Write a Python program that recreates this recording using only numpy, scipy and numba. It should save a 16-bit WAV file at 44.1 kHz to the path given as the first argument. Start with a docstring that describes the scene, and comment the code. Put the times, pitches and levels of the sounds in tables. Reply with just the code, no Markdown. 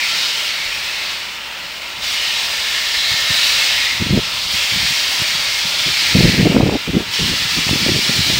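"""A steam locomotive's cylinder cocks hiss in slow strokes of uneven strength, heard across open ground.
The steam is noise shaped by a jet spectrum, ringing pipe bands and drifting patches. Under it lie a low
murmur and a thin top hiss. Wind then buffets the bare microphone: rumbling noise bands, with short
low wobbles for the thuds. A faint hum of two sine partials swells early on and fades again."""
import sys
import numpy as np
from scipy import signal
from scipy.io import wavfile
from scipy.ndimage import map_coordinates
from numba import njit

SR = 44100
rng = np.random.default_rng(int(sys.argv[2]) if len(sys.argv) > 2 else 0)


def volts(x):
    """Linear amplitude factor 10**(x/20) for a level x in dB, scalar or array-like."""
    e = np.asarray(x, float) / 20
    return 10 ** e


def put_to_file(sound):
    """Save the sound as 16-bit audio at rate SR, in the file named by the first command-line argument."""
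    columns = np.atleast_2d(sound).T  # one column per channel
    safe = np.clip(columns, -1, 1)
    whole_steps = np.round(safe * 32767)
    wavfile.write(sys.argv[1], SR, whole_steps.astype(np.int16))


N = 369999  # samples
FRAME = 1024  # samples in a spectral frame of the steam


def curves(table, t):
    """Reads every column of a table at times t, in straight lines between its rows."""
    s, *columns = np.transpose(table)
    return [np.interp(t, s, c) for c in columns]


def colour(table, x):
    """Reads a spectral colour in dB at x, in straight lines over log frequency."""
    place, db = np.transpose(table)
    return np.interp(np.log(x), np.log(place), db)


def noise_band(edges_hz):
    """Band-passed white noise at an rms of 1."""
    sos = signal.butter(2, edges_hz, "band", fs=SR, output="sos")
    band = signal.sosfilt(sos, rng.standard_normal(N))
    return band / band.std()


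def patches(shape, octaves, width_oct, rate):
    """Random field over frequency and time, width_oct wide, changing rate times a second; spread about 1."""
    rows = 12 / width_oct
    cols = shape[1] * rate * FRAME / 4 / SR
    field = rng.standard_normal((400, 1200))
    row = np.clip(octaves / width_oct, 0, rows)
    grid = np.meshgrid(row, np.linspace(0, cols, shape[1]), indexing="ij")
    return 1.16 * map_coordinates(field, grid, order=1)


def steam():
    """Jet noise, coloured by the pipework and mottled by the turbulent air it crosses."""
    # Strength of the blow, ahead of pipes and patches. Each row: time in seconds, jet core level
    # (2.7-5.5 kHz) in dB, shoulder (1.7-2.6 kHz) against the core in dB.
    blow = [(0, -21, -3.5), (.23, -19.5, -6), (.65, -24.5, -2.5), (1.1, -25, -3.5), (1.42, -31, -3),
            (2.0, -30, -5.5), (2.04, -21, -8.5), (2.83, -20.5, -6.5), (3.2, -18.5, -6.5), (3.48, -15, -9),
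            (3.68, -16.5, -7), (3.85, -19.5, 0), (4.06, -24.5, -3), (4.46, -21.5, -10.5),
            (4.55, -18.5, -5.5), (5.1, -17.5, -6), (5.7, -20, -6), (6.1, -16.5, -4.5), (6.3, -18, -1.5),
            (6.62, -27, -4), (7.11, -27.5, -5), (7.14, -20, -6), (7.4, -19, -5.5), (8.39, -16.5, -6.5)]
    # Basic spectrum of the jet. Each row: frequency in Hz, relative level per Hz in dB.
    jet = [(200, -20.5), (330, -22), (590, -15.5), (1000, -12), (1560, -8.5), (1720, -4), (2500, 0.5),
           (4200, 0.5), (5400, -2.5), (6100, -8), (8700, -14), (10400, -21.5), (13700, -22), (15000, -15.5)]
    # Spells in which a narrow band of the jet sings out or, below zero, falls hollow. Each row:
    # frequency in Hz, width in Hz, peak in dB, middle in seconds, length in seconds.
    pipes = [(586, 43, 8, 3.1, 8), (932, 105, 5, 3.2, 10), (1360, 73, 4.5, 2.2, 16),
             (1790, 120, 7, 3.1, 1.6), (1520, 57, -2, 4.2, 8.7), (2150, 20, 8, 3.2, 6.6),
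             (2900, 470, 2, 1.45, 0.99), (4760, 430, 2.5, 0.22, 0.27), (2370, 330, 4, 0.034, 0.12),
             (2910, 200, 8, 2.25, 0.2), (4000, 450, 6, 3.04, 0.24), (3880, 300, 6, 3.45, 0.35)]
    # Bands of core, treble, shoulder and body. Each row: lower edge in Hz, upper edge in Hz.
    band_edges = [(2700, 5500), (6000, 14000), (1700, 2600), (1000, 1600)]
    overlap = FRAME * 3 // 4
    hz, t, noise = signal.stft(rng.standard_normal(N), SR, nperseg=FRAME, noverlap=overlap)
    hz = np.maximum(hz, 20)[:, None]
    octaves = np.log2(hz[:, 0] / 20)

    core_db, shoulder_db = curves(blow, t)
    over_middling = core_db + 20  # dB above a middling blow
    # treble and body against the core: the treble gains a little with the blow, the body loses
    treble_db = -11.5 + 0.031 * over_middling
    body_db = -15 - 0.45 * over_middling

    # level the plain jet spectrum already has in each band
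    jet_db = colour(jet, hz)
    jet_power = volts(2 * jet_db)
    core, treble, shoulder, body = (
        10 * np.log10(np.sum(jet_power[(hz > a) & (hz < b)]) / len(hz)) for a, b in band_edges)

    # treble, shoulder and body swing against the core as the cocks open and close
    high = 1 / (1 + (5700 / hz) ** 8)
    middle = 1 / (1 + (hz / 2700) ** 8)
    low = 1 / (1 + (hz / 1620) ** 16)
    db = jet_db - core + core_db
    db = db + high * (treble_db + core - treble)
    db = db + (middle - low) * (shoulder_db + core - shoulder)
    db = db + low * (body_db + core - body)

    # a weak blow is duller across its core: dB per octave for each dB of blow
    tilt_oct = np.clip(np.log2(hz / 3800), -.5, .6)
    db = db + 0.34 * over_middling * tilt_oct * (1 - high)

    for f, width, peak_db, middle_s, length_s in pipes:
        resonance = 1 / (1 + (2 * (hz - f) / width) ** 2)
        spell = np.exp(-(2 * (t - middle_s) / length_s) ** 4)
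        db = db + peak_db * resonance * spell

    # below the treble broad patches drift and narrow ones mottle the noise
    db = db + (1 - high) * 0.72 * patches(noise.shape, octaves, width_oct=0.2958, rate=5)
    db = db + (1 - 0.98 * high) * 2.07 * patches(noise.shape, octaves, width_oct=.03, rate=8)
    # the whole jet flutters, the treble most
    db = db + (0.5 + 0.4 * high) * patches(noise.shape, octaves, width_oct=2.53, rate=40)
    return signal.istft(noise * volts(db), SR, nperseg=FRAME, noverlap=overlap)[1][:N]


def background():
    """The low murmur of open country and a thin steady hiss at the very top, as two noise bands."""
    murmur = volts(-50) * noise_band([140, 450])
    hiss = volts(-48) * noise_band([14300, 17000])
    return murmur + hiss


@njit
def add(out, at, hz, cycles, size, phase):
    """Adds short bell-shaped pressure wobbles, cycles[k] long, centred on sample at[k]."""
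    for k in range(len(at)):
        half = cycles[k] / hz[k] * SR / 2
        for i in range(max(int(at[k] - 3 * half), 0), min(int(at[k] + 3 * half), len(out))):
            u = i - at[k]
            out[i] += size[k] * np.exp(-(u / half) ** 2) * np.cos(2 * np.pi * hz[k] * u / SR + phase[k])


def eddies():
    """Start, length, level and pitch of each eddy in time order: buffets at set times, scattered flurries."""
    # Buffets with set times. Each row: start in seconds, relative level in dB, pitch in Hz.
    buffets = [(3.111, -29.5, 129), (3.136, -33, 184), (3.302, -27, 139), (4.003, -21, 168),
               (4.015, -12.5, 158), (4.173, -8.5, 250), (4.185, -12, 200), (4.539, -28, 139),
               (4.764, -23, 140), (5.193, -30, 132), (5.214, -25.5, 158), (5.348, -34, 151),
               (5.649, -32, 149), (6.151, -5.5, 204), (6.205, -9, 245), (6.272, -13, 216),
               (6.335, -21, 185), (6.394, -9, 174), (6.469, -6.5, 257), (6.562, -3, 220), (6.58, -8, 230),
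               (6.6, -5.5, 285), (6.631, -7, 234), (6.89, -11.5, 173), (6.946, -10, 182), (7.411, -31, 143),
               (7.45, -29, 131), (7.583, -17, 163), (7.666, -22.5, 226), (7.862, -15, 304),
               (7.916, -14.5, 200), (7.987, -24, 229), (8.092, -14.5, 220), (8.299, -15.5, 273)]
    # Flurries, in which eddies strike one after another. Each row: start in seconds, length in
    # seconds, middling relative level in dB, middling pitch in Hz.
    flurries = [(4.06, .04, -21.5, 200), (4.1, .05, -12, 160), (4.16, .04, -15, 205), (4.72, .21, -32, 148),
                (5.861, .06, -26.5, 185), (6.022, .11, -38, 164), (6.149, .16, -8, 235),
                (6.377, .15, -11.5, 225), (6.545, .17, -9.5, 245), (6.717, .045, -13.5, 290),
                (6.877, .04, -17.5, 195), (6.933, .04, -11, 190), (6.979, .05, -22.5, 250),
                (7.19, .15, -23.5, 176), (7.565, .065, -20, 170), (7.691, .08, -17.5, 197),
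                (7.798, .05, -25.5, 165), (7.861, .1, -18.5, 210), (8.09, .03, -16.5, 178),
                (8.172, .04, -19, 150), (8.26, .13, -25, 169)]
    gap_s, eddy_ms, scatter_db, scatter_oct = .019, 13.1, 3, 0.21  # middling gap and length; spreads
    buffet_cycles = 1.89

    start, length, db, hz = np.transpose(flurries)[:, :, None]
    gap, size, tune, span = rng.standard_normal((4, len(flurries), 20))
    gaps = gap_s * np.exp(.25 * gap)
    since = np.cumsum(gaps, axis=1) - gaps
    set_s, set_db, set_hz = np.transpose(buffets)
    # a buffet with a set time takes the place of any scattered eddy that would strike with it
    clear = np.abs((start + since)[..., None] - set_s).min(axis=2) > gap_s / 2
    inside = clear & (since < length - eddy_ms / 1000 / 2)
    flurry_ms = eddy_ms * np.exp(0.295 * span)
    flurry_db = db + scatter_db * np.clip(size, -3, 1.2)
    flurry_hz = hz * 2 ** (scatter_oct * tune)
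    flurry = np.array([start + since, flurry_ms, flurry_db, flurry_hz])[:, inside]
    set_ms = buffet_cycles * 1000 / set_hz
    rows = np.hstack([flurry, [set_s, set_ms, set_db, set_hz]])
    return rows[:, np.argsort(rows[0])]


def wind():
    """Turbulence on the diaphragm: an unsteady rumble, and buffets that each carry one strong eddy."""
    # Wind at the microphone. Each row: time in seconds, rumble level in dB ahead of flutter and buffets.
    gust = [(0, -61), (.6, -52), (.85, -44.5), (.95, -63), (1.85, -59), (1.98, -46), (2.1, -50),
            (2.8, -50.5), (3.6, -47), (3.97, -43), (4.1, -28), (4.22, -43.5), (4.95, -48), (6.1, -42.5),
            (6.2, -24.5), (6.7, -29), (6.77, -44), (7.55, -40.5), (7.75, -35), (8.39, -32.5)]
    # Sharpest knocks of wind. Each row: time in seconds, peak in dB, pitch in Hz.
    knocks = [(6.566, -6, 900.), (6.609, -2.5, 650.), (6.696, -6, 700.), (7.693, -8, 700.)]
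    # Colour of turbulence, which slides up as the wind freshens. Each row: multiple of the pitch,
    # relative level per half octave in dB.
    turbulence = [(.12, -15), (.3, -10.5), (.6, -1), (1, -2), (1.6, -3), (2.5, -10), (4, -28), (7, -67)]
    calm_hz, flutter_spread_db = 48, 4

    t = np.arange(N) / SR
    start, ms, db, hz = eddies()
    count = len(start)
    at = (start + ms / 2000) * SR  # middle of each eddy, in samples
    cycles = ms / 1000 * hz

    # a wobble held at its crest (pitch near nil) is a plain bell: the power of each buffet
    swell, thuds = np.zeros(N), np.zeros(N)
    add(swell, at, np.ones(count), 1.08 * ms / 1000, volts(2 * db), np.zeros(count))
    add(thuds, at, hz, np.minimum(cycles, 1.6), volts(db + 2.0), 2 * np.pi * rng.random(count))
    # the harder the buffet, the stronger the higher-pitched snap within it
    add(thuds, at, 2.2 * hz, np.full(count, .9), volts(1.4 * db - 11), 2 * np.pi * rng.random(count))
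    # knocks push the pressure downward at their centre
    knock_s, knock_db, knock_hz = np.transpose(knocks)
    short = np.full(len(knocks), .8)  # cycles
    add(thuds, knock_s * SR, knock_hz, short, -volts(knock_db), np.zeros(len(knocks)))

    # light air rumbles low; the pitch climbs to that of the buffets as the wind freshens
    gust_db = curves(gust, t)[0]
    wind_db = 10 * np.log10(volts(2 * gust_db) + swell)
    fresh = np.clip((wind_db + 50) / 14, 0, 1)
    pitch = calm_hz + fresh * (np.interp(t * SR, at, hz) - calm_hz)

    # the gusts' rumble flutters as one, on a random curve of 70 points a second
    flutter = np.interp(t, np.arange(0, 9, 1 / 70), rng.standard_normal(630))
    gust_power = volts(2 * (gust_db + flutter_spread_db * flutter))
    level = np.sqrt(gust_power + volts(-5.5) * swell)

    rumble = 0
    for centre in 25 * 2 ** np.arange(0, 6.5, .5):  # half-octave bands, Hz
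        band = noise_band([centre / 2 ** .25, centre * 2 ** .25])
        rumble = rumble + band * volts(colour(turbulence, centre / pitch))
    total_power = np.sum(volts(2 * np.array(turbulence)[:, 1]))
    return thuds + level * rumble / np.sqrt(total_power)


def hum():
    """A low tone of steady pitch with a weak third partial, swelling and fading."""
    # Each row: time in seconds, rms level of the fundamental in dB.
    hum_level = [(0, -75), (.75, -70), (.9, -53), (1.9, -53), (2.1, -58), (3, -57), (3.4, -75)]
    t = np.arange(N) / SR
    turn = 2 * np.pi * 63 * t  # fundamental at 63 Hz
    tone = np.sin(turn) + volts(-8) * np.sin(3 * turn)
    return volts(curves(hum_level, t)[0]) * np.sqrt(2) * tone


def scene():
    """Steam, background, wind and hum summed at one microphone."""
    return (steam() + background() + wind() + hum())[None]


def low_pass(x):
    """Removes everything above the highest recorded frequency."""
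    return signal.sosfilt(signal.butter(12, 17040, fs=SR, output="sos"), x)


def record(dry):
    """The deepest bass is dropped, the loudest thuds are rounded and a steep low-pass ends the sound."""
    x = signal.sosfilt(signal.butter(2, 40, "high", fs=SR, output="sos"), dry)
    x = np.tanh(.85 * x) / .85
    # steep low-pass at 15.72 kHz
    x = signal.sosfilt(signal.ellip(10, .2, 70, 15720, fs=SR, output="sos"), x)
    return low_pass(x)


dry = scene()
out = record(dry)
put_to_file(out)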